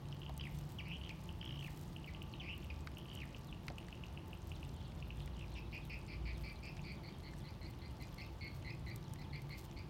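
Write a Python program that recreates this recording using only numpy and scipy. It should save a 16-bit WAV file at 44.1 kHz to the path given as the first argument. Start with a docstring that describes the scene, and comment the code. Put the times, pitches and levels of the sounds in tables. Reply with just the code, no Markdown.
"""Puppies eating beside a chattering bird

Puppies eat soft food from a plastic bowl on the grass: tongues smack, lips tick, wet food crackles.
A nearby bird's voice box makes chips, trills, falling whistles and buzzes, then repeats a rasping note
about five times a second. A second bird chirps farther off, and distant engines rumble underneath."""
import sys
import numpy as np
from scipy import signal
from scipy.fft import rfft, irfft
from scipy.io import wavfile
from scipy.ndimage import map_coordinates

SR = 44100
rng = np.random.default_rng(int(sys.argv[2]) if len(sys.argv) > 2 else 0)


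def generate_wav(signal):
    """Clip the signal to [-1, 1] and save it as 16-bit WAV at the path in sys.argv[1]."""
    frames = np.transpose(np.atleast_2d(signal))
    scaled = np.clip(frames, -1, 1) * 32767
    pcm = np.round(scaled).astype(np.int16)
    wavfile.write(sys.argv[1], SR, pcm)


N = 436149
CUTOFF_HZ = 15900  # top of the treble


def from_db(db):
    """Turn decibels into a number to multiply by."""
    return 10 ** (np.asarray(db) / 20)


def rms_one(x):
    """Scale a sound so that its average power is 1."""
    return x / np.sqrt(np.mean(x ** 2) + 1e-20)


def peak_one(x):
    """Scale a sound so that its biggest peak is 1."""
    return x / np.abs(x).max()


def blend(first, last, share):
    """The value a given share of the way from first to last."""
    return first + (last - first) * share


def add(track, s, sound):
    """Mix a sound into a track, starting at s seconds."""
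    i = max(int(s * SR), 0)
    track[i:i + len(sound)] += sound[:max(N - i, 0)]


def progress(length_s):
    """A ramp from 0 to 1 over a note, called u below."""
    return np.linspace(0, 1, max(int(length_s * SR), 16))


def phase_of(pitch):
    """Add up a pitch in Hz, sample by sample, into the angle of a wave."""
    return 2 * np.pi * np.cumsum(pitch) / SR


def wander(rate, size):
    """A smooth random wobble, about 1 in size, that changes `rate` times a second."""
    knots = np.arange(size) * rate / SR
    return map_coordinates(rng.standard_normal(int(knots[-1]) + 2), [knots], order=2, mode="nearest")


def resonate(x, hz, width_hz):
    """Ring like a hollow space: keep the sound near one frequency and weaken the rest."""
    r = np.exp(-np.pi * width_hz / SR)
    feedback = [1, -2 * r * np.cos(2 * np.pi * hz / SR), r * r]
    return signal.lfilter(np.array([1, 0, -1]) * (1 - r * r) / 2, feedback, x + 1e-18)


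def keep_range(x, kind, hz, order):
    """Keep the "low", "high" or middle "band" frequencies; a higher order cuts more sharply."""
    return signal.sosfilt(signal.butter(order, hz, kind, fs=SR, output="sos"), x)


def noise(spectrum):
    """Steady noise of power 1, shaped by rows of f/Hz, level/dB."""
    hz, db = np.transpose(spectrum)
    bins = np.maximum(np.fft.rfftfreq(N, 1 / SR), 1)
    gain = from_db(np.interp(np.log(bins), np.log(hz), db)) * np.minimum(bins / hz[0], 1) ** 2
    return rms_one(irfft(rfft(rng.standard_normal(N)) * gain, N))


def hum(hz, width_hz):
    """A tone blurred by distance: its strength and timing wander."""
    phase = phase_of(np.full(N, hz))
    return rms_one(wander(width_hz, N) * np.cos(phase) + wander(width_hz, N) * np.sin(phase))


def engines(climb_hz_per_s=3.55, waver_hz=1.18, waver_db=1.16):
    """Far engines swell and fade, each on a wavering note that climbs as it gathers speed."""
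    # engine swells: middle t/s, time to fall to half height/s, f/Hz, level/dB
    swells = [(0.354, 0.36, 143.2, -50.5), (0.688, 0.46, 71.2, -53.5), (1.101, 0.98, 170.6, -57.5),
              (1.7, 0.23, 144, -49), (2.7, .17, 74.2, -48.5), (4.8, 0.39, 80, -53.5),
              (5.348, 0.59, 55.5, -50), (6.251, .17, 58.7, -44), (8.851, 0.28, 115, -54.5),
              (9.4, .3, 141.4, -54.5)]
    out = np.zeros(N)
    for peak_s, half_s, hz, db in swells:
        start = max(peak_s - 2 * half_s, 0)
        t = np.arange(start, peak_s + 2 * half_s, 1 / SR) - peak_s
        pitch = hz + climb_hz_per_s * t + waver_hz * wander(10, len(t))
        bell_curve = np.cos(np.pi / 2 * t / (2 * half_s)) ** 2
        loudness = np.sqrt(2) * bell_curve * from_db(db + waver_db * wander(8.93, len(t)))
        add(out, start, loudness * np.sin(phase_of(pitch)))
    return out


def background(rumble_db=-49.5, hiss_db=-67):
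    """Traffic rumble with engines that come and go, far hums and a faint hiss."""
    # steady far hums: f/Hz, width/Hz, level/dB
    tones = [(144, 10, -60), (172.8, 6, -67), (340, 10, -69.5), (876.6, 22, -72.5), (1166, 5, -78)]
    # shape of the open-air rumble: f/Hz, relative level/dB
    rumble = [(18, -30), (30, -8), (64, -2), (108, -5.5), (151, -6.5), (172, -9.5), (214, -12.5),
              (257, -17), (335, -15.5), (423, -23), (864, -26), (1600, -36.5), (2080, -39.5), (3520, -120)]
    # shape of the hiss: f/Hz, relative level/dB
    hiss = [(1000, 6), (1400, -4.5), (3000, 0.5), (5500, -7.5), (8000, -16.5), (9400, -12), (10400, -11.5),
            (12500, -17), (16000, -17.5)]
    hums = sum(from_db(db) * hum(hz, width_hz) for hz, width_hz, db in tones)
    return engines() + hums + from_db(rumble_db) * noise(rumble) + from_db(hiss_db) * noise(hiss)


def far_chirps(level_db=-62, twitter_db=-68, twitter_per_s=13, length_s=.042, end_share=.66):
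    """A farther bird's thin whistles slide quickly down; softer ones twitter at random."""
    # the clearer chirps: t/s, starting f/Hz
    chirps = [(2.32, 4770), (3.47, 4500), (4.535, 4480), (4.795, 3900), (5.525, 4640), (6.333, 4870),
              (7.125, 4140)]
    out = np.zeros(N)
    start_s, end_s = 4.3, 9.8  # when the twitter is heard
    count = int(twitter_per_s * (end_s - start_s))
    twitter = rng.uniform((start_s, 3400), (end_s, 4900), (count, 2))  # same columns as chirps
    for rows, db in ((chirps, level_db), (twitter, twitter_db)):
        for s, from_hz in rows:
            u = progress(length_s)
            pitch = from_hz * end_share ** u * (1 + .0356 * wander(400, len(u)))
            loudness = from_db(db + 2 * wander(174, len(u))) * np.sin(np.pi * u)
            add(out, s, loudness * np.sin(phase_of(pitch)))
    return out


def whistle(pitch, octave_db):
    """A bird's voice box makes a nearly pure tone plus its octave, at twice the frequency."""
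    phase = phase_of(pitch)
    return np.sin(phase) + from_db(octave_db) * np.sin(2 * phase)


def chip(hz, length_s, fall):
    """A puff of pure tone, roughly length_s long, whose pitch drops by the share `fall`."""
    u = progress(length_s * from_db(rng.normal(0, 1)))
    return np.sin(np.pi * u) ** 2 * np.sin(phase_of(hz * (1 + fall * (.5 - u))))


def chatter(chip_hz=3003, sag_hz_per_s=61, chip_gain_db=3, slur_gain_db=8, grit=.31):
    """The near bird's single chips, which sink as the chatter winds down, two soft chips of the farther bird,
    and the near bird's husky whistles."""
    # single chips (the two soft ones near 2.63 s are the farther bird's): t/s, relative level/dB
    chips = [(0.1253, -45.5), (0.2165, -47), (0.231, -48), (0.2627, -44.5), (1.013, -48), (1.29, -45),
             (1.9624, -45), (2.0424, -47.5), (2.147, -45), (2.218, -43), (2.3373, -44), (2.627, -51),
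             (2.645, -51.5), (2.97, -46), (3.0555, -51.5), (3.346, -45), (3.526, -44.5), (3.782, -42.5),
             (3.926, -44.5), (4.036, -44), (4.1734, -45), (4.33, -45.5), (4.5164, -44.5), (4.6287, -46.5),
             (5.0244, -45.5), (5.1041, -43), (6.792, -47.5)]
    # falling whistles: t/s, length/s, starting f/Hz, final f/Hz, relative level/dB
    slurs = [(.783, .03, 3500, 1950, -54), (2.07, .03, 2600, 1950, -59), (1.095, .019, 3100, 1950, -56),
             (2.394, .032, 3700, 2300, -56.5), (2.699, .0125, 3200, 2150, -53)]
    out = np.zeros(N)
    for s, db in chips:
        puff = chip(chip_hz - sag_hz_per_s * s, length_s=.0038, fall=.31)
        add(out, s, from_db(db + chip_gain_db) * puff)
    for s, length_s, from_hz, to_hz, db in slurs:
        u = progress(length_s)
        pitch = from_hz * (to_hz / from_hz) ** u * (1 + .055 * wander(475, len(u)))
        loudness = from_db(db + slur_gain_db) * (1 + grit * wander(855, len(u)))
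        add(out, s, loudness * signal.windows.tukey(len(u)) * whistle(pitch, octave_db=-18))
    return out


def trills(chip_hz=3070, chip_s=.0043, wind_down_s=.033, fade_db=4.5, blip_db=-17, scratch_db=-8):
    """Quick runs of clicky chips; in some runs the last chips sink, lengthen, droop and fade."""
    # runs: first t/s, last t/s, number of chips, slowing/share of the pace,
    # first level/dB, last level/dB, how far the run winds down (0 to 1)
    runs = [(.398, .413, 2, 0, -40.5, -37, 0.02), (0.439, 0.471, 3, 0.0031, -43.5, -43, 0.91),
            (1.039, 1.075, 4, 0.0069, -43, -45, 0), (1.415, 1.682, 17, 0.082, -43, -45, 0.97),
            (2.987, 3.044, 5, 0.0092, -49, -62, 0), (3.087, 3.234, 11, 0.0043, -47, -44.5, 0.93),
            (5.351, 5.442, 7, 0.0042, -57, -49.5, 0.57)]
    out = np.zeros(N)
    for first_s, last_s, count, slowing, first_db, last_db, winding in runs:
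        for u in np.linspace(0, 1, count):
            s = blend(first_s, last_s, u - slowing * u * (1 - u))
            spent = winding * np.exp((s - last_s) / wind_down_s)  # grows toward the end of the run
            gain = from_db(blend(first_db, last_db, u) - fade_db * spent ** 2 + 1.7 * rng.normal())
            hz = chip_hz * (1 - .33 * spent + .027 * rng.normal())
            length_s = chip_s + .009 * spent
            start = s - length_s / 2
            puff = chip(hz, length_s, fall=.14 + .41 * spent)
            add(out, start, gain * puff * (1 + .23 * wander(1620, len(puff))))
            # a faint high blip and a low scratch lead into each chip
            blip = chip(rng.uniform(1.48, 2.2) * hz, length_s=.0058, fall=.15)
            add(out, start - .004, gain * from_db(blip_db) * blip)
            scratch = chip(rng.uniform(.7, .95) * hz, length_s=.004, fall=.7)
            scratch *= wander(1480, len(scratch))
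            add(out, start - .002, gain * (1 - spent) * from_db(scratch_db) * scratch)
    return out


def throb(length_s, per_s, jitter, depth):
    """Uneven beats of the voice box: gives loudness, and a pitch swing that falls within each beat."""
    size = len(progress(length_s))
    beat = phase_of(per_s * (1 + jitter * wander(per_s, size))) + 2 * np.pi * rng.random()
    return 1 - depth * (1 + np.cos(beat)) / 2, np.sin(beat)


def buzzes(swing_share=.0805, clearing=.53, grit=.17):
    """Fast throbbing notes that climb, swell and grow purer."""
    # rising buzzes: start t/s, end t/s, starting f/Hz, final f/Hz, relative level/dB
    notes = [(0.851, 0.969, 2304, 3140, -54.5), (2.429, 2.547, 2233, 2934, -53)]
    out = np.zeros(N)
    for start, end, from_hz, to_hz, db in notes:
        u = progress(end - start)
        beats, swing = throb(end - start, per_s=200, jitter=.12, depth=.8)
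        swell_db = np.interp(u, [0, .35, .55, 1], [3.7, 2.5, 12.4, 5.8])
        waver = swing_share * (1 - clearing * u) * (swing + wander(514.5, len(u)))
        tone = whistle(blend(from_hz, to_hz, u) * (1 + waver), octave_db=-9 - 28 * u)
        loudness = from_db(db + swell_db) * beats * (1 + grit * wander(1200, len(u)))
        add(out, start, loudness * signal.windows.tukey(len(u), .08) * tone)
    return out


def rasps(gain_db=8.5, settle_s=1.98, flick_s=.0128, flick_db=4.5, usual_db=-65, leak_db=-20):
    """Sputtering notes that settle from harsh to calm and reedy; many end in a quick upward flick."""
    # rasping notes: t/s, length/s, relative level/dB, f/Hz, final flick/share of the pitch
    notes = [(5.552, 0.042, -60, 2606, 0.0039), (5.726, 0.046, -56.5, 2475, 0),
             (5.896, 0.05, -56, 2480, 0.023), (6.078, 0.07, -61.5, 2338, 0), (6.252, 0.067, -59, 2275, 0),
             (6.434, 0.073, -60, 2316, 0.025), (6.627, .069, -60, 2420, 0.11),
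             (6.836, 0.091, -61, 2257, .05), (7.032, .06, -64, 2147, 0.099), (7.233, 0.062, -64.5, 2100, 0),
             (7.439, .056, -65.5, 2080, 0.21), (7.612, 0.057, -63, 2107, 0.14),
             (7.815, .05, -65, 2110, 0.21), (7.999, 0.038, -62, 2100, 0.26),
             (8.177, .047, -58, 2188, 0.292), (8.406, 0.078, -58, 2170, 0.029),
             (8.645, 0.064, -57.5, 2135, 0.26), (8.862, 0.057, -58.5, 2066, 0.19),
             (9.184, 0.04, -64.5, 2070, 0.28), (9.327, 0.037, -57, 2120, 0.17),
             (9.499, .045, -58, 2125, .13), (9.765, 0.031, -62, 2195, 0.12)]
    lower, upper = np.zeros((2, N))
    for s, length_s, db, note_hz, flick in notes:
        u = progress(length_s)
        calm = np.clip((s - notes[0][0]) / settle_s, 0, 1)  # each blend below goes from harsh to calm
        scoop = .0503 * np.exp(-u * length_s / .0082)  # a quick drop onto the pitch
        wind_up = .174 * flick * (1 - u ** 2)  # a note that will flick starts lower
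        hz = note_hz * (1 + scoop - wind_up)
        beats, swing = throb(length_s, per_s=blend(260, 152.7, calm), jitter=.25, depth=.7)
        ending = np.clip(1 - (1 - u) * length_s / flick_s, 0, 1) * (flick > 0)  # 0 to 1 in the flick
        waver = blend(.12, .045, calm) * (swing + .34 * wander(583, len(u)))
        phase = phase_of(hz * (1 + waver * (1 - ending) + flick * ending))
        level_db = db + gain_db - 5 * flick * u + flick_db * ending
        loudness = beats * signal.windows.tukey(len(u), .1) * from_db(level_db)
        # louder notes put less of their power into the octave
        octave = from_db(blend(-5.5, 1, calm) - .86 * (db - usual_db))
        loudness /= np.hypot(1, octave)
        grit = blend(.36, .33, calm) * (1 - ending)  # unevenness from one wave to the next
        add(lower, s, loudness * (1 + grit * wander(1786, len(u))) * np.sin(phase))
        add(upper, s, loudness * octave * (1 + grit * wander(1537, len(u))) * np.sin(2 * phase))
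    # the throat rings in two bands, and a little sound leaks past them
    low_ring = keep_range(lower, "band", hz=(1750, 3820), order=4)
    high_ring = keep_range(upper, "band", hz=(3910, 6400), order=3)
    return low_ring + high_ring + from_db(leak_db) * (lower + upper)


def outdoors(x, fade_s, scatter_db, echo_db, dull_hz=4500):
    """Add a few echoes and a thin scatter from trees and ground, which falls 60 dB in fade_s."""
    # echoes from the surroundings: delay/s, relative level/dB
    echoes = [(.0045, -11.5), (0.0195, -9.5), (0.029, -19), (.046, -18)]
    t = np.arange(SR // 2) / SR
    scatter = rng.standard_normal(len(t)) * from_db(-60 * t / fade_s) * (t > .006)
    response = from_db(scatter_db) * scatter / np.linalg.norm(scatter)
    for delay_s, db in echoes:
        add(response, delay_s, from_db([db + echo_db]))
    response = keep_range(response, "low", dull_hz, order=1)
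    return x + signal.fftconvolve(x, response)[:N]


def birds(throat_hz=4480, beak_hz=5650):
    """Both birds with their echoes; throat and beak ring high up and pass little above that."""
    calls = chatter() + trills() + buzzes() + far_chirps()
    song = outdoors(calls, fade_s=.64, scatter_db=-8, echo_db=-.5)
    song += outdoors(rasps(), fade_s=.4, scatter_db=-3, echo_db=4.5)
    song += .5 * resonate(song, throat_hz, width_hz=370)
    return keep_range(song, "low", beak_hz, order=6)


def snap(fade_s):
    """A film of saliva breaks: a click, then a crackle that falls 60 dB in fade_s."""
    t = progress(.04) * .04
    return rng.standard_normal(len(t)) * from_db(-60 * t / fade_s) + 2 * (t == 0)


def rustles(gain_db=3, grain_db=5.5, clump_db=4.5):
    """Muzzles push through food and paws shift in straw, making swells of bright, clumpy crackle."""
    # rustles: t/s, length/s, relative level/dB
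    moves = [(0.4, 0.48, -70.5), (1.027, 0.39, -72.5), (1.458, 0.55, -68.5), (8.502, 0.11, -66),
             (9.554, 0.13, -66)]
    swell = np.zeros(N)
    for s, length_s, db in moves:
        add(swell, s, from_db(db) * np.sin(np.pi * progress(length_s)))
    hiss = noise([(3000, 0), (CUTOFF_HZ, -3)])
    crackle = hiss * from_db(grain_db * wander(700, N) + clump_db * wander(70, N))
    return from_db(gain_db) * swell * rms_one(crackle)


def chewing(per_s=150, level_db=-73):
    """Wet food gives off tiny crackles in clumps, each at a pitch of its own."""
    out = np.zeros(N)
    starts = rng.random(N) < per_s * from_db(5 * wander(10, N)) / SR
    for i in np.flatnonzero(starts):
        hz = 2000 + 13500 * rng.random() ** 1.1
        grain = resonate(resonate(snap(fade_s=.0069), hz, width_hz=2160), hz, width_hz=hz)
        strength = from_db(15 * rng.random() ** 2) / np.sqrt(hz)  # higher crackles are softer
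        add(out, i / SR, strength * peak_one(grain))
    return from_db(level_db) * rms_one(out)


def mouths(gain_db=-1, smack_cycles=30, tick_fade_s=.013, lip_db=-6):
    """Smacks ring in the hollow of the mouth, the low ones longer; ticks at the lips stay bright."""
    # smacks of tongue and jaw: t/s, relative level/dB, mouth's ringing f/Hz
    smacks = [(0.294, -43, 668), (1.093, -38.5, 2510), (2.872, -36, 1550), (3.682, -32.5, 1770),
              (3.701, -39.5, 640), (3.884, -46, 1720), (5.204, -43, 2570), (5.276, -47, 1900),
              (6.769, -47, 2000), (7.335, -46.5, 1520), (9.158, -49, 1900)]
    # wet ticks of lips and food: t/s, relative level/dB
    ticks = [(0.2932, -53), (0.3775, -39), (1.453, -48), (1.8123, -46), (2.2263, -45), (2.5787, -43.5),
             (2.9833, -42.5), (3.1518, -39.5), (3.6686, -48), (3.784, -47), (4.281, -48), (4.4717, -49),
             (5.2594, -47), (5.8524, -47), (7.3854, -47), (7.7089, -47), (8.023, -48), (8.1434, -45),
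             (8.96, -36.5), (9.136, -40.5), (9.419, -47), (9.496, -48)]
    out = np.zeros(N)
    for s, db, hz in smacks:
        hollow = resonate(snap(smack_cycles / hz), hz, width_hz=.44 * hz)
        hollow = resonate(hollow, hz, width_hz=hz)
        lips = resonate(snap(tick_fade_s), hz=4000, width_hz=960)
        add(out, s, from_db(db + gain_db) * (peak_one(hollow) + from_db(lip_db) * peak_one(lips)))
    for s, db in ticks:
        hz = rng.uniform(6000, 11000)
        tick = resonate(snap(tick_fade_s), hz, width_hz=hz)
        add(out, s, from_db(db + gain_db) * peak_one(tick))
    return out


def scene():
    """The birds at a distance, the puppies close by and the rumble all around, in one channel."""
    return (birds() + mouths() + chewing() + rustles() + background())[None]


def record(dry, low_cut_hz=35, dip_hz=10400, dip_depth=.6):
    """The microphone loses the deepest bass, a narrow slice of the treble and the very top."""
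    thinned = keep_range(dry, "high", low_cut_hz, order=6)
    dipped = thinned - dip_depth * resonate(thinned, dip_hz, width_hz=1650)
    return signal.sosfilt(signal.ellip(10, .1, 70, CUTOFF_HZ, fs=SR, output="sos"), dipped)


dry = scene()
out = record(dry)
generate_wav(out)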